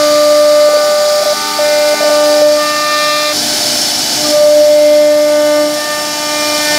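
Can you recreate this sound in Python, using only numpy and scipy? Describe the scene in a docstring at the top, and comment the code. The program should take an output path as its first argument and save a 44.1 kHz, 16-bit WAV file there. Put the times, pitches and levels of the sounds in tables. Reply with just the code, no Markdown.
"""Router cutting a wooden panel

A router spindle turns near 300 times a second while its two-flute bit cuts grooves. Sines at whole multiples
of the shaft speed ("orders") sing over random noise for the cooling air and shop rumble, narrow noise hums
and a feed motor's thin tone. At 3.33 s the scene jumps to the lifted bit, seen from elsewhere, which then
plunges again. One microphone, lightly overloaded, hears it all; a band round the flute tone drops in steps."""
import sys
import numpy as np
from scipy import signal
from scipy.fft import rfft, irfft
from scipy.io import wavfile
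from scipy.ndimage import uniform_filter1d

SR = 44100
rng = np.random.default_rng(int(sys.argv[2]) if len(sys.argv) > 2 else 0)


def persist_wave(psi):
    """Save psi, clipped to +-1, as 16-bit WAV."""
    counts = np.round(np.clip(psi, -1, 1) * 32767).astype(np.int16)
    wavfile.write(sys.argv[1], SR, np.atleast_2d(counts).T)


def ratio(d):
    """dB to gain"""
    e = np.asarray(d, float) / 20
    return 10 ** e


N = 298998
JUMP_S, PLUNGE_S = 3.33, 4.3

# colour of the air noise at the first place: (pitch [Hz], relative level per Hz [dB])
NEAR_COLOUR = [(20, -50), (40, -32), (70, -27), (120, -13), (200, -8), (330, -8), (490, -9.5), (700, -1.5),
               (1050, -10.5), (1550, -7.5), (2700, -9.5), (5000, -2.5), (8000, -7.5), (12500, -10.5),
               (15800, -14.5)]
# the same at the second place: (pitch [Hz], relative level per Hz [dB])
FAR_COLOUR = [(20, -45), (40, -24), (70, -17), (120, -8), (200, -5.5), (330, -4.5), (490, -10), (700, -1),
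              (1050, -11.5), (1550, -7.5), (2700, -10.5), (5000, -1), (8000, -6.5), (12500, -10),
              (15800, -16)]
# resonances of housing and shop in that noise; lifts below zero count as none:
# (pitch [Hz], width [Hz], lift at the first place [dB], lift at the second [dB])
RESONANCES = [(234, 17, -1.5, 1), (720, 90, 1.5, 3.7), (880, 46, 1, 5.4), (1360, 150, 3.5, 1),
              (1520, 72, 4, 4.8), (1725, 40, -3, 3), (2200, 37, 4.5, 3.6), (2337, 125, 5, 5.6),
              (3000, 110, 2, 7.7), (3466, 160, 3.5, 5.4), (3950, 180, 7.5, 2.5), (4528, 224, 8, 6.6),
              (4940, 340, 6.5, 1.5), (5340, 220, 5, 6.1), (5860, 280, 4, 2.9), (6830, 340, 4, 2.1),
              (9030, 360, 2, 1.9)]
# level of the hiss, before its colour: (time [s], level [dB])
HISS = [(0, -18), (.5, -22), (1, -21), (1.3, -19.5), (2.2, -19), (2.41, -19.5), (2.44, -22.5), (2.6, -20),
        (2.9, -20), (3.325, -19), (3.335, -15.5), (3.7, -13.5), (4.0, -15.5), (4.3, -14.5), (4.4, -21),
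        (4.6, -21.5), (5.05, -24.5), (5.55, -23), (5.75, -21), (6, -20.5), (6.25, -20), (6.78, -15)]
# deepest rumble, added to the hiss level: (time [s], level [dB])
DEEP_RUMBLE = [(0, 8), (.4, 1), (2.4, 1), (2.8, 4.5), (4.2, 2), (4.7, -1.5), (6.78, 1)]
# rough hums against the hiss level:
# (pitch [Hz], width [Hz], first cut [dB], bit lifted [dB], second cut [dB])
DRONES = [(243.6, 7.7, -40, -22.5, -37), (394, 40, -27, -29, -36), (718, 22, -26, -22, -29),
          (852, 40, -23, -25, -28), (2045, 33, -20, -25, -32), (3113, 34, -34, -24, -25),
          (3966, 35, -21, -19, -18), (4425, 52, -20, -15, -34), (4533, 52, -27, -18, -25),
          (4970, 40, -25, -21, -32), (5264, 110, -24, -9.5, -22), (5410, 70, -34, -21, -16.5),
          (5800, 36, -27, -27, -22), (7150, 24, -35, -22, -30), (9330, 63, -37, -20, -36),
          (9800, 50, -45, -34, -37)]
# the feed motor's thin tone: (time [s], rms level [dB])
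FEED = [(0, -31), (.3, -37), (.6, -33), (1.2, -37.5), (1.5, -31), (1.7, -38), (2.4, -50)]
# the spindle speed sags under load: (time [s], speed [turns per second])
SHAFT = [(0.0, 298.0), (2.3, 298.08), (2.55, 298.98), (2.8, 299.33), (3.33, 299.4), (3.34, 299.8),
         (4.2, 299.8), (4.4, 298.02), (4.6, 298.7), (5.6, 298.4), (5.9, 299.06), (6.78, 299.05)]
# order 1, the shaft's unbalance: (time [s], rms level [dB])
UNBALANCE = [(0, -22.5), (.25, -23.5), (.8, -32), (1.15, -48), (1.45, -33.5), (2, -28.5), (2.3, -22),
             (2.62, -26), (2.85, -31.5), (3.3, -30.5), (4.17, -33), (4.2, -24.5), (4.31, -19), (4.35, -34),
             (4.45, -31), (4.5, -23), (4.54, -28), (4.6, -21), (4.655, -34), (4.7, -26), (4.85, -22.5),
             (5.35, -22.5), (5.68, -19), (5.8, -31.5), (6.05, -31.5), (6.55, -23.5), (6.78, -26)]
# order 2, one stroke a flute, which the panel radiates best: (time [s], rms level [dB])
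FLUTES = [(0, -10.5), (.3, -7.5), (.68, -6.5), (1.75, -7), (1.95, -5.5), (2.4, -5), (2.54, -8.5),
          (2.67, -19), (2.9, -21), (2.97, -17.5), (3.325, -18), (3.335, -30), (3.43, -29), (3.5, -23),
          (3.58, -27), (3.66, -23), (3.85, -30), (4.17, -36), (4.19, -24), (4.25, -20), (4.31, -15.5),
          (4.345, -8), (4.39, -8.5), (4.42, -6), (4.97, -6.5), (5.28, -9), (5.62, -10), (5.72, -17),
          (5.78, -17.5), (5.84, -25), (5.9, -19.5), (6.14, -26), (6.4, -19.5), (6.55, -18), (6.62, -22),
          (6.7, -18.5)]
# order 4, first overtone of the flute tone: (time [s], rms level [dB])
OVERTONE = [(0, -20), (.2, -19), (.5, -22.5), (.8, -20.5), (1.25, -24), (1.58, -22.5), (1.66, -33),
            (1.9, -28), (2, -23.5), (2.15, -20), (2.55, -30.5), (2.6, -17), (3.1, -16.5), (3.325, -22.5),
            (3.335, -59), (4.2, -52), (4.26, -23), (4.3, -45), (4.33, -27.5), (4.5, -32), (4.58, -45),
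            (4.65, -34), (4.7, -40), (5, -34.5), (5.6, -26), (5.75, -29.5), (5.9, -23), (6.15, -30),
            (6.35, -24.5), (6.6, -25), (6.7, -41), (6.78, -25)]
# order 6, second overtone of the flute tone: (time [s], rms level [dB])
SIXTH = [(0, -35), (1.55, -35.5), (1.66, -27.5), (1.85, -41), (2, -26), (2.15, -33), (2.43, -29),
         (2.55, -36), (2.61, -24.5), (2.75, -22.5), (3.05, -21), (3.325, -27), (3.335, -47), (4.2, -47),
         (4.33, -40), (4.85, -42), (5.12, -32), (5.32, -36), (5.6, -30), (5.7, -38), (5.82, -24),
         (5.92, -24), (6.2, -32), (6.35, -27), (6.55, -31), (6.7, -17.5), (6.78, -23)]
# the weaker orders take on a new colour at each new stretch of panel, before the lift of BITE:
# (start [s], rms levels of orders 3, 5, 7, 8, 9, 10, 11, 12 [dB])
STRETCHES = [(0, [-35, -30.5, -32, -40, -47, -35.5, -45, -35]),
             (.7, [-37, -29, -36, -42, -50, -44, -50, -41]),
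             (1.36, [-26.5, -32, -38.5, -39, -40, -41, -40, -41]),
             (1.62, [-27, -26.5, -27, -31, -38, -39.5, -48, -36]),
             (2.1, [-25.5, -27.5, -45, -35, -37, -34, -48, -37]),
             (2.4, [-30, -34, -45, -32, -47, -40, -50, -42]),
             (2.59, [-34, -32, -29.5, -27.5, -28.5, -33, -38, -35]),
             (2.84, [-36, -34.5, -32.5, -25, -30, -43, -33, -27]),
             (3.33, [-50, -50, -49, -51, -54, -38, -48, -48]),
             (4.22, [-36, -38, -44, -43, -42, -39, -46, -44]),
             (4.45, [-34, -45, -36, -48, -56, -44, -44, -48]),
             (4.75, [-33, -37.5, -29, -39, -42, -48, -36, -42]),
             (5.2, [-29.5, -30.5, -31, -46, -41, -37.5, -48, -44]),
             (5.75, [-31, -40.5, -39.5, -38, -37.5, -40, -40, -52]),
             (6.26, [-29.5, -35.5, -32, -27.5, -48, -35, -36, -36]),
             (6.64, [-27, -26, -26, -25, -35, -34, -35, -33])]
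# changes of colour where the bit meets an edge: time [s]
EDGE_CHANGES = [1.62, 2.59, 5.75]
# the weaker orders rise together as the bit bites harder: (time [s], lift [dB])
BITE = [(0, 1), (.4, -6), (.8, 2), (1.15, -5), (1.45, 3.5), (1.6, -1), (2.0, 0), (2.3, -1), (2.55, -3),
        (2.7, -2.5), (3.05, 0.5), (3.3, 0.5), (4.3, 2), (4.5, -3), (4.9, -0.5), (5.2, -3), (5.55, 1.5),
        (5.71, -4.5), (5.9, 2), (6.2, 2.5), (6.5, 1.5), (6.78, 0)]
# two orders that the housing lifts: (time [s], rms level of order 18 [dB], of order 24 [dB])
WHINE = [(0, -40, -45), (.9, -44, -34), (1.3, -30, -43), (1.6, -39, -50), (2.9, -30.5, -41),
         (3.325, -34, -46), (3.335, -44, -36), (4.2, -47, -46.5), (4.5, -46, -52), (5.6, -52, -52),
         (6.05, -29, -38), (6.35, -26.5, -41), (6.6, -26, -35), (6.78, -30, -33)]
# high orders that follow order 12: (order [number], level against order 12 [dB])
FOLLOW_12 = [(13, -2.5), (14, -0.5), (15, -13), (16, -5), (17, -9), (19, -12)]
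# orders that follow order 18: (order [number], level against order 18 [dB])
FOLLOW_18 = [(20, -7), (22, -9)]
# three sizes of sudden drop in the band round the flute tone: (depth at the middle [dB], half width [Hz],
# lean of the click towards low pitch [ratio], upper, lower side tone against what is taken away [dB])
STEPS = [(-4, 66, 3, -13, -23), (-6, 160, -0.8, -28, -37), (-20.5, 110, -1.7, -47, -31)]
# when the band drops: (start [s], end [s], row of STEPS [number])
DIPS = [(.690, .736, 0), (.772, 2.418, 0), (1.205, 1.213, 1), (1.233, 1.259, 2), (1.332, 1.589, 2),
        (1.944, 2.007, 2), (2.015, 2.024, 1), (2.035, 2.043, 2), (2.094, 2.102, 2)]


def evened(x):
    """Scales a signal to rms 1."""
    return x / np.sqrt(np.mean(x ** 2) + 1e-20)


def read_colour(points, hz):
    """Reads a colour table along a logarithmic pitch axis."""
    f, level_db = np.transpose(points)
    return np.interp(np.log(hz + 1), np.log(f + 1), level_db)


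def follow(table, t):
    """Reads each column of a time table at the times t."""
    times, *values = np.transpose(table)
    return [np.interp(t, times, column) for column in values]


def wobble(count, width_hz):
    """Makes rows of slow random motion, rms 1, by smoothing random steps."""
    step = 64  # samples
    keep = np.exp(-2 * np.pi * width_hz * step / SR)
    slow = signal.lfilter([1], [1, -keep], rng.standard_normal((count, N // step + 2)))
    return [np.interp(np.arange(N) / step, np.arange(len(row)), evened(row)) for row in slow]


def air_levels(t, hz):
    """The low roar and the top follow the hiss only in part; the deepest rumble has its own course."""
    [hiss_db], [rumble_db] = follow(HISS, t), follow(DEEP_RUMBLE, t)
    above_usual_db = hiss_db + 20  # the usual hiss is -20 dB
    roar_db = 1.86 - 0.53 * above_usual_db
    top_db = -3.5 - 0.3 * above_usual_db
    field_db = hiss_db + rumble_db / (1 + (hz / 180) ** 4)
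    field_db = field_db + roar_db / (1 + (hz / 1800) ** 2)
    return field_db + top_db / (1 + (9000 / (hz + 1)) ** 4)


def air(patchy_db=0.5, ripple_db=1.9, gust_db=0.5, throb_db=0.48, throb_hz=28.6):
    """Cooling air and rumble: coloured noise with patches, and ripples, gusts and a throb in the treble."""
    size, overlap, hop = 512, 384, 128  # samples
    frames, hz = N // hop + 5, np.fft.rfftfreq(size, 1 / SR)[:, None]
    a, b, patches, ripples = rng.standard_normal((frames, 257, 4)).T
    t = np.arange(frames) * hop / SR
    patches = evened(uniform_filter1d(uniform_filter1d(patches, size=6, axis=0), size=20, axis=1))
    # fine random ripples across the treble, drifting slowly
    ripples = evened(uniform_filter1d(uniform_filter1d(ripples, size=2, axis=0), size=250, axis=1))
    gusts = evened(uniform_filter1d(rng.standard_normal(frames), size=8))
    throb = np.sin(2 * np.pi * throb_hz * t) + .7 * np.sin(4 * np.pi * throb_hz * t)
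    treble = hz / (hz + 4000)
    field_db = air_levels(t, hz) + patchy_db * patches
    field_db = field_db + treble * (ripple_db * ripples + gust_db * gusts + throb_db * throb)

    noise = evened(signal.istft(a + 1j * b, nperseg=size, noverlap=overlap)[1])
    spectra = signal.stft(noise, nperseg=size, noverlap=overlap)[2][:, :frames]
    shaped = signal.istft(spectra * ratio(field_db), nperseg=size, noverlap=overlap)[1][:N]

    fine_hz = np.fft.rfftfreq(N, 1 / SR)
    rings_db = 0
    for f, width_hz, *lifts_db in RESONANCES:
        peak = 1 / (1 + (2 * (fine_hz - f) / width_hz) ** 2)
        rings_db = rings_db + np.outer(np.maximum(lifts_db, 0), peak)
    places = []
    for colour, ring_db in zip((NEAR_COLOUR, FAR_COLOUR), rings_db):
        gain = ratio(read_colour(colour, fine_hz) + ring_db + 7.5)
        places.append(irfft(rfft(shaped) * gain, N))
    return np.where(np.arange(N) < JUMP_S * SR, *places)


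def drones():
    """Narrow bands of noise: hollow parts of the machine and shop hum roughly on their own pitch."""
    t, hz = np.arange(N) / SR, np.fft.rfftfreq(N, 1 / SR)
    [hiss_db] = follow(HISS, t)
    stage_times = [JUMP_S, JUMP_S, PLUNGE_S, PLUNGE_S + 0.18]
    out = np.zeros(N)
    for f, width_hz, first_db, lifted_db, second_db in DRONES:
        peak = 1 / (1 + (2 * (hz - f) / width_hz) ** 2)
        band = evened(irfft(rfft(rng.standard_normal(N)) * peak, N))
        stage_db = np.interp(t, stage_times, [first_db, lifted_db, lifted_db, second_db])
        out += ratio(hiss_db + stage_db) * band
    return out


def feed(hz=1278.5):
    """The feed motor: one sine of steady pitch whose level follows FEED and stops at its end."""
    t = np.arange(N) / SR
    [level_db] = follow(FEED, t)
    running = t < FEED[-1][0]
    return np.sqrt(2) * ratio(level_db) * running * np.sin(2 * np.pi * hz * t)


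def upper_orders(t):
    """Each stretch's colour blends into the next (almost at once at the jump), all lifted by the bite."""
    blend_s, edge_blend_s = 0.23, 0.055
    starts = np.array([s for s, _ in STRETCHES[1:]])
    at_edge = abs(starts[:, None] - np.array(EDGE_CHANGES)).min(axis=1) < .04
    usual_s = np.minimum(blend_s, np.diff(starts, prepend=0))
    half_s = np.where(at_edge, edge_blend_s, usual_s) / 2
    half_s[abs(starts - JUMP_S) < .04] = .005
    # each blend has a start and an end, so each colour is held between two corners
    corners = np.ravel([starts - half_s, starts + half_s], "F")
    colours = np.repeat([db for _, db in STRETCHES], 2, axis=0)[1:-1]
    [bite_db] = follow(BITE, t)
    return [np.interp(t, corners, db) + bite_db for db in colours.T]


def cutter(shake_db=1.0, shake_rad=0.041):
    """Shaft orders as sines; uneven wood shakes each one's level and phase, the high ones more.

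    The two shakes are rms values for order 4."""
    t = np.arange(N) / SR
    upper, whine = upper_orders(t), follow(WHINE, t)
    levels = [follow(table, t)[0] for table in (UNBALANCE, FLUTES, OVERTONE, SIXTH)]
    levels += upper + whine
    levels += [upper[-1] + db for _, db in FOLLOW_12]
    levels += [whine[0] + db for _, db in FOLLOW_18]
    orders = [1, 2, 4, 6, 3, 5, *range(7, 13), 18, 24]  # same sequence as the levels
    orders += [round(k) for k, _ in [*FOLLOW_12, *FOLLOW_18]]

    turn = 2 * np.pi * np.cumsum(follow(SHAFT, t)[0]) / SR  # shaft angle in radians
    level_shakes = wobble(count=len(orders), width_hz=9.0)
    phase_shakes = wobble(count=len(orders), width_hz=5)
    starts = rng.random(len(orders))
    out = np.zeros(N)
    for k, db, level_shake, phase_shake, start in zip(orders, levels, level_shakes, phase_shakes, starts):
        loose = .3 if k == 2 else np.sqrt(k / 4)  # the flute tone is the steadiest
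        phase = k * turn + loose * shake_rad * phase_shake + 2 * np.pi * start
        out += ratio(db + loose * shake_db * level_shake) * np.sin(phase)
    return np.sqrt(2) * out


def scene():
    """Adds all the sources at one microphone, the same on both channels."""
    mono = air() + drones() + feed() + cutter()
    return np.array([mono, mono])


def dipped(x):
    """Each step takes away part of the band round the flute tone and leaves side tones of what it took."""
    middle_hz, side_hz, faint_side_db, edge_s = 597, 187.5, -31, .004
    start, end = round(.5 * SR), round(2.6 * SR)
    part, t = x[start:end], np.arange(start, end) / SR
    hz, shift = np.fft.fftfreq(len(t), 1 / SR), np.exp(2j * np.pi * side_hz * t)
    for s0, s1, size in DIPS:
        depth_db, half_hz, lean, upper_db, lower_db = STEPS[size]
        window = np.exp(-((hz - middle_hz) / half_hz) ** 2)
        band = 2 * np.fft.ifft(np.fft.fft(part) * window)
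        on = np.clip(np.minimum(t - s0, s1 - t) / edge_s + .5, 0, 1)
        on = uniform_filter1d(on, size=60)
        # a phase kick tips the switching click low or high
        jolt = 1j * lean * np.gradient(on) * SR * edge_s / np.pi
        taken = (on + jolt) * (1 - ratio(depth_db)) * band
        sides = ratio(upper_db) * shift + ratio(lower_db) / shift
        sides = sides + ratio(faint_side_db) / shift ** 2  # a fainter one, twice as far below
        part = part - (taken - taken * sides).real
    return np.concatenate([x[:start], part, x[end:]])


def overloaded(x, knee=.8):
    """Rounds off peaks above the knee, so they lean towards full scale."""
    over, room = np.maximum(abs(x) - knee, 0), 1 - knee
    return x - np.sign(x) * (over - room * np.tanh(over / room))


def band_limited(x, edge_hz=15750):
    """Removes all pitches from the edge upwards."""
    return irfft(rfft(x) * (np.fft.rfftfreq(N, 1 / SR) < edge_hz), N)


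def roll_off(x):
    """The treble ends steeply here."""
    return signal.sosfilt(signal.butter(12, 15910, fs=SR, output="sos"), x)


def record(dry):
    """Band steps, then peaks rounded off near full scale, then the band limit."""
    mono = overloaded(dipped(dry[0]))
    mono = np.clip(band_limited(mono), -1, 1)
    mix = np.array([mono, mono])
    return roll_off(mix)


dry = scene()
out = record(dry)
persist_wave(out)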